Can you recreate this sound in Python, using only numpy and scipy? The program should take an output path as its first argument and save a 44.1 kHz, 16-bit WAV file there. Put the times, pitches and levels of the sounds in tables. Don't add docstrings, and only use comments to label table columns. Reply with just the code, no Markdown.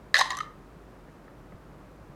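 import sys
import numpy as np
from scipy import signal
from scipy.fft import rfft, irfft
from scipy.io import wavfile

SR = 44100
rng = np.random.default_rng(int(sys.argv[2]) if len(sys.argv) > 2 else 0)


def invert_db(x):
    u = np.asarray(x, float) / 20
    return 10 ** u


def pcm_store(signal):
    levels = np.round(np.clip(np.atleast_2d(signal), -1, 1) * 32767)
    wavfile.write(sys.argv[1], SR, levels.astype(np.int16).T)


N = 94815
TIME_S = np.arange(N) / SR
DETUNE = .03


def rms_one(x):
    return x / np.sqrt(np.mean(x ** 2) + 1e-20)


def peak_one(x):
    return x / (np.max(np.abs(x)) + 1e-20)


def add(out, start_s, x):
    i = int(start_s * SR)
    out[i:i + len(x)] += x[:N - i]


def high_pass(x, order, cut_hz):
    return signal.sosfilt(signal.butter(order, cut_hz, "high", fs=SR, output="sos"), x)


# [dB per Hz, relative]
ROOM_TONE_SHAPE = [(15, -25), (25, -10), (53, -3.5), (84, -10.5), (114, -5), (195, -6.5), (229, -9.5),
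                   (301, -8), (624, -13), (714, -15), (887, -17), (1190, -17), (3340, -35.5), (13600, -47),
                   (16000, -50.5)]
# pitch_hz [Hz], width_hz [Hz], level_db [dB rms]
ROOM_HUM = [(150, 6.3, -64), (300, 9, -68.5)]
ROOM_TONE_DB, ROOM_TONE_CUT_HZ = -51, 36


def room_tone():
    hz = np.maximum(np.fft.rfftfreq(N, 1 / SR), 1)
    shape_hz, shape_db = np.transpose(ROOM_TONE_SHAPE)
    air_noise, hum_noise = rfft(rng.standard_normal((2, N)))
    colour = invert_db(np.interp(np.log(hz), np.log(shape_hz), shape_db))
    bass_cut = 1 / (1 + (ROOM_TONE_CUT_HZ / hz) ** 4)
    out = invert_db(ROOM_TONE_DB) * rms_one(irfft(air_noise * colour * bass_cut, N))
    for pitch_hz, width_hz, level_db in ROOM_HUM:
        narrow = 1 / (1 + (2 * (hz - pitch_hz) / width_hz) ** 2)
        out += invert_db(level_db) * rms_one(irfft(hum_noise * narrow, N))
    return out


DRONE_HZ, DRONE_DB = 49, -53.5
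DRONE_WAVER_DB, DRONE_WAVER_HZ = -0.5, 3.0


def drone():
    smooth = signal.butter(2, DRONE_WAVER_HZ, fs=100, output="sos")
    slow = signal.sosfilt(smooth, rng.standard_normal((2, 500)))[:, 200:]
    slow_s = np.arange(300) / 100
    level, phase = (np.interp(TIME_S, slow_s, rms_one(v)) for v in slow)
    wave = np.sin(2 * np.pi * DRONE_HZ * TIME_S + 2.0 * phase)
    return invert_db(DRONE_DB + DRONE_WAVER_DB * level) * wave


# pitch_hz [Hz], level_db [dB peak]
WHINE_TONES = [(13390, -97), (13473.6, -89), (13557, -89), (13640, -99)]


def whine():
    return sum(invert_db(level_db) * np.sin(2 * np.pi * pitch_hz * TIME_S) for pitch_hz, level_db in WHINE_TONES)


def burst(decay_ms):
    t = np.arange(SR // 5) / SR
    sparse = rng.standard_normal(len(t)) * (rng.random(len(t)) < .2)
    x = sparse * np.exp(-t * 1000 / decay_ms)
    x[0] = 1.82
    return x / np.sqrt(np.sum(x ** 2))


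def ring(clicks, hz, t60_s):
    radius = invert_db(-60 / (max(t60_s, .003) * SR))
    w = 2 * np.pi * hz / SR
    feedback = [1, -2 * radius * np.cos(w), radius * radius]
    return signal.lfilter([0, np.sin(w)], feedback, clicks + 1e-18)


# time_s [s], pitch_hz [Hz, before detuning], t60_s [s]
HEADSPACE_NOTES = [(.14, 585, 0.015), (.176, 617, 0.017), (0.18, 770, 0.026), (.208, 837, 0.011),
                   (0.2107, 1058, 0.026), (0.218, 902, .025), (.27, 864, .03), (.3, 1093, .045),
                   (.35, 1110, 0.034), (.38, 1180, 0.071), (.41, 1223, 0.033), (.5, 1240, 0.032)]


def headspace(x, at_s):
    time_s, pitch_hz, t60_s = np.transpose(HEADSPACE_NOTES)
    hz = np.interp(at_s, time_s, pitch_hz) * (1 + DETUNE * rng.standard_normal())
    short_ring = ring(x, hz, .007)
    return ring(short_ring, hz, np.interp(at_s, time_s, t60_s))


# [s, held to at least 0.003]
LID_MODES = [(1076, -28.5, 0.12), (1360, -17.5, 0.024), (1697, -2, 0.01), (1857, 1.5, 0.015),
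             (2039, -6.5, 0.016), (2577, -16.5, 0.014), (3256, 0.5, 0.0073), (3577, -5, 0.044),
             (3913, 5.5, 0.012), (4234, 3.5, 0.013), (4500, -1.5, 0.0088), (5045, -2, .015),
             (5730, -4.5, 0.005), (6235, -2.5, 0.022), (7330, -8, 0.0068), (8400, -8, 0.0068),
             (9500, -12, 0.0027), (11110, -10.5, 0.0067), (15500, -34.5, 0.0076)]
MODE_SPREAD_DB = 1.5
LID_CUT_HZ = 950


def lid(x, low_hz, high_hz):
    out = 0
    for k, (pitch_hz, level_db, t60_s) in enumerate(LID_MODES):
        if low_hz <= pitch_hz < high_hz:
            strength = invert_db(level_db + MODE_SPREAD_DB * rng.standard_normal()) * (-1) ** k
            hz = pitch_hz * (1 + DETUNE * rng.standard_normal())
            out = out + strength * ring(x, hz, t60_s)
    return high_pass(out, 4, LID_CUT_HZ)


CRACK_DB, CRACK_HZ, AIRY_DB = 8.5, 8050, -20.5


def crack(x):
    dulling = signal.butter(2, [3000, CRACK_HZ], "band", fs=SR, output="sos")
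    airy = np.diff(x, prepend=0)
    return invert_db(CRACK_DB) * (signal.sosfilt(dulling, x) + invert_db(AIRY_DB) * airy)


# [dB peak of each part, before the can's bass cut]
SCORE_SLIPS = [(.1424, -30, -5, -11, -20), (.146, -32, -13, -22, -28), (.152, -32, -16, -20, -28),
               (.155, -31, -13, -24, -30), (.158, -31, -10, -20, -28), (.1655, -33, -13, -17, -26),
               (.169, -32, -19, -21, -30), (.175, -35, -22, -25, -34), (.181, -31, -20, -20, -22),
               (.1885, -21, -20, -22, -18), (.193, -18, -16, -16, -21), (.197, -22, -20, -24, -28),
               (.204, -23, -20, -19, -30), (.209, -18, -18, -20, -20), (.2115, -13, -18, -18, -26),
               (.214, -22, -20, -19, -30), (.221, -27, -28, -24, -34), (.256, -28, -34, -32, -42),
               (.304, -26, -24, -25, -28), (.3065, -28, -28, -28, -32), (.314, -28, -34, -30, -42),
               (.320, -28, -30, -38, -40), (.330, -30, -32, -40, -46), (.343, -34, -36, -42, -48),
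               (.350, -34, -38, -40, -42), (.370, -34, -38, -42, -30), (.373, -36, -40, -46, -34),
               (.376, -31, -36, -44, -38), (.387, -31, -33, -40, -31), (.404, -26, -28, -36, -44),
               (.407, -27, -32, -40, -46), (.430, -37, -50, -54, -58), (.45, -44, -56, -60, -64)]
SLIP_MS = 1.38
MIDDLE_FROM_HZ, HIGH_FROM_HZ = 2800, 5300


def tearing():
    out = np.zeros(N)
    for start_s, headspace_db, low_lid_db, middle_lid_db, high_lid_db in SCORE_SLIPS:
        x = burst(SLIP_MS)
        high = lid(x, HIGH_FROM_HZ, SR) + crack(x)
        slip = invert_db(headspace_db) * peak_one(headspace(x, start_s))
        slip += invert_db(low_lid_db) * peak_one(lid(x, 0, MIDDLE_FROM_HZ))
        slip += invert_db(middle_lid_db) * peak_one(lid(x, MIDDLE_FROM_HZ, HIGH_FROM_HZ))
        slip += invert_db(high_lid_db) * peak_one(high)
        add(out, start_s, slip)
    return out


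# [dB rms of the hiss, before the can's bass cut]
GAS_LEVEL = [(.142, -91.5), (.146, -35.5), (.22, -39), (.24, -41), (.3, -50.5), (.42, -56.5), (.52, -80),
             (.6, -100)]
BLOWN_DB = -16


def gas():
    white = rng.standard_normal(N)
    hiss = np.zeros(N)
    for k, (pitch_hz, level_db, _) in enumerate(LID_MODES):
        tilt_db = -3.6 * np.log2(pitch_hz / 2000)
        hiss += invert_db(level_db + tilt_db) * (-1) ** k * ring(white, pitch_hz, .005)
    blown = np.zeros(N)
    for start_s in np.arange(.13, .6, .01):
        puff = headspace(rng.standard_normal(3000), start_s)[-882:]
        add(blown, start_s, rms_one(puff) * np.hanning(882))
    level_db = np.interp(TIME_S, *np.transpose(GAS_LEVEL))
    return invert_db(level_db) * (rms_one(hiss) + invert_db(BLOWN_DB) * blown)


ROOM_T60_S, ROOM_DB, WALL_CUT_HZ = 0.42, -21, 6000


def room(x):
    out = np.zeros(N)
    dull = np.exp(-2 * np.pi * WALL_CUT_HZ / SR)
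    lags = (rng.uniform(.011, .04, 10) * SR).astype(int)
    for k, lag in enumerate(lags):
        loop, state = x.copy(), [0.]
        gain = invert_db(-60 * lag / SR / ROOM_T60_S)
        for i in range(lag, N, lag):
            back, state = signal.lfilter([gain * (1 - dull)], [1, -dull], loop[i - lag:i], zi=state)
            loop[i:i + lag] += back[:N - i]
        out += (loop - x) * (-1) ** k
    return out


def diffuse(x):
    for lag in (73, 151, 229):
        a = np.zeros(lag + 1)
        a[[0, lag]] = 1, -.6
        x = signal.lfilter(a[::-1], a, x)
    return x


# start_s [s], level_db [dB peak, before the can's bass cut], pitch_hz [Hz]
TAB_TWANGS = [(.388, -42, 3065), (0.403, -39, 3070), (0.424, -48, 3030)]
TAB_T60_S = .035


def tab():
    out = np.zeros(N)
    for start_s, level_db, pitch_hz in TAB_TWANGS:
        add(out, start_s, invert_db(level_db) * peak_one(ring(burst(1.2), pitch_hz, TAB_T60_S)))
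    return out


# start_s [s], level_db [dB peak], pitch_hz [Hz]
CHAIR_BUMPS = [(.762, -45.5, 190), (1.521, -43.5, 502), (1.523, -43, 200), (1.543, -39.5, 120.2),
               (1.565, -49, 150), (2.095, -38, 150)]
BUMP_T60_S = .07


def bumps():
    out = np.zeros(N)
    for start_s, level_db, pitch_hz in CHAIR_BUMPS:
        x = burst(3.1)
        thud = ring(x, pitch_hz, BUMP_T60_S) - 0.25 * ring(x, 1.416 * pitch_hz, BUMP_T60_S)
        add(out, start_s, invert_db(level_db) * peak_one(thud))
    return out


# [dB peak of each part, before the can's bass cut]
FINGER_TICKS = [(1.082, -51, -64), (1.09, -51, -64), (1.278, -48, -49), (1.521, -49, -49)]


def ticks():
    out = np.zeros(N)
    for start_s, lid_db, headspace_db in FINGER_TICKS:
        x = burst(1.24)
        tick = invert_db(lid_db) * peak_one(lid(x, 0, 2300))
        tick += invert_db(headspace_db) * peak_one(headspace(x, start_s))
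        add(out, start_s, tick)
    return out


CAN_CUT_HZ = 520


def scene():
    can = high_pass(tearing() + gas() + ticks() + tab(), 6, CAN_CUT_HZ)
    near = can + bumps()
    echoes = invert_db(ROOM_DB) * diffuse(room(near))
    return (near + echoes + room_tone() + drone() + whine())[None]


def top_cut(x):
    return signal.sosfilt(signal.butter(12, 16660, fs=SR, output="sos"), x)


def record(dry):
    return top_cut(dry)


dry = scene()
out = record(dry)
pcm_store(out)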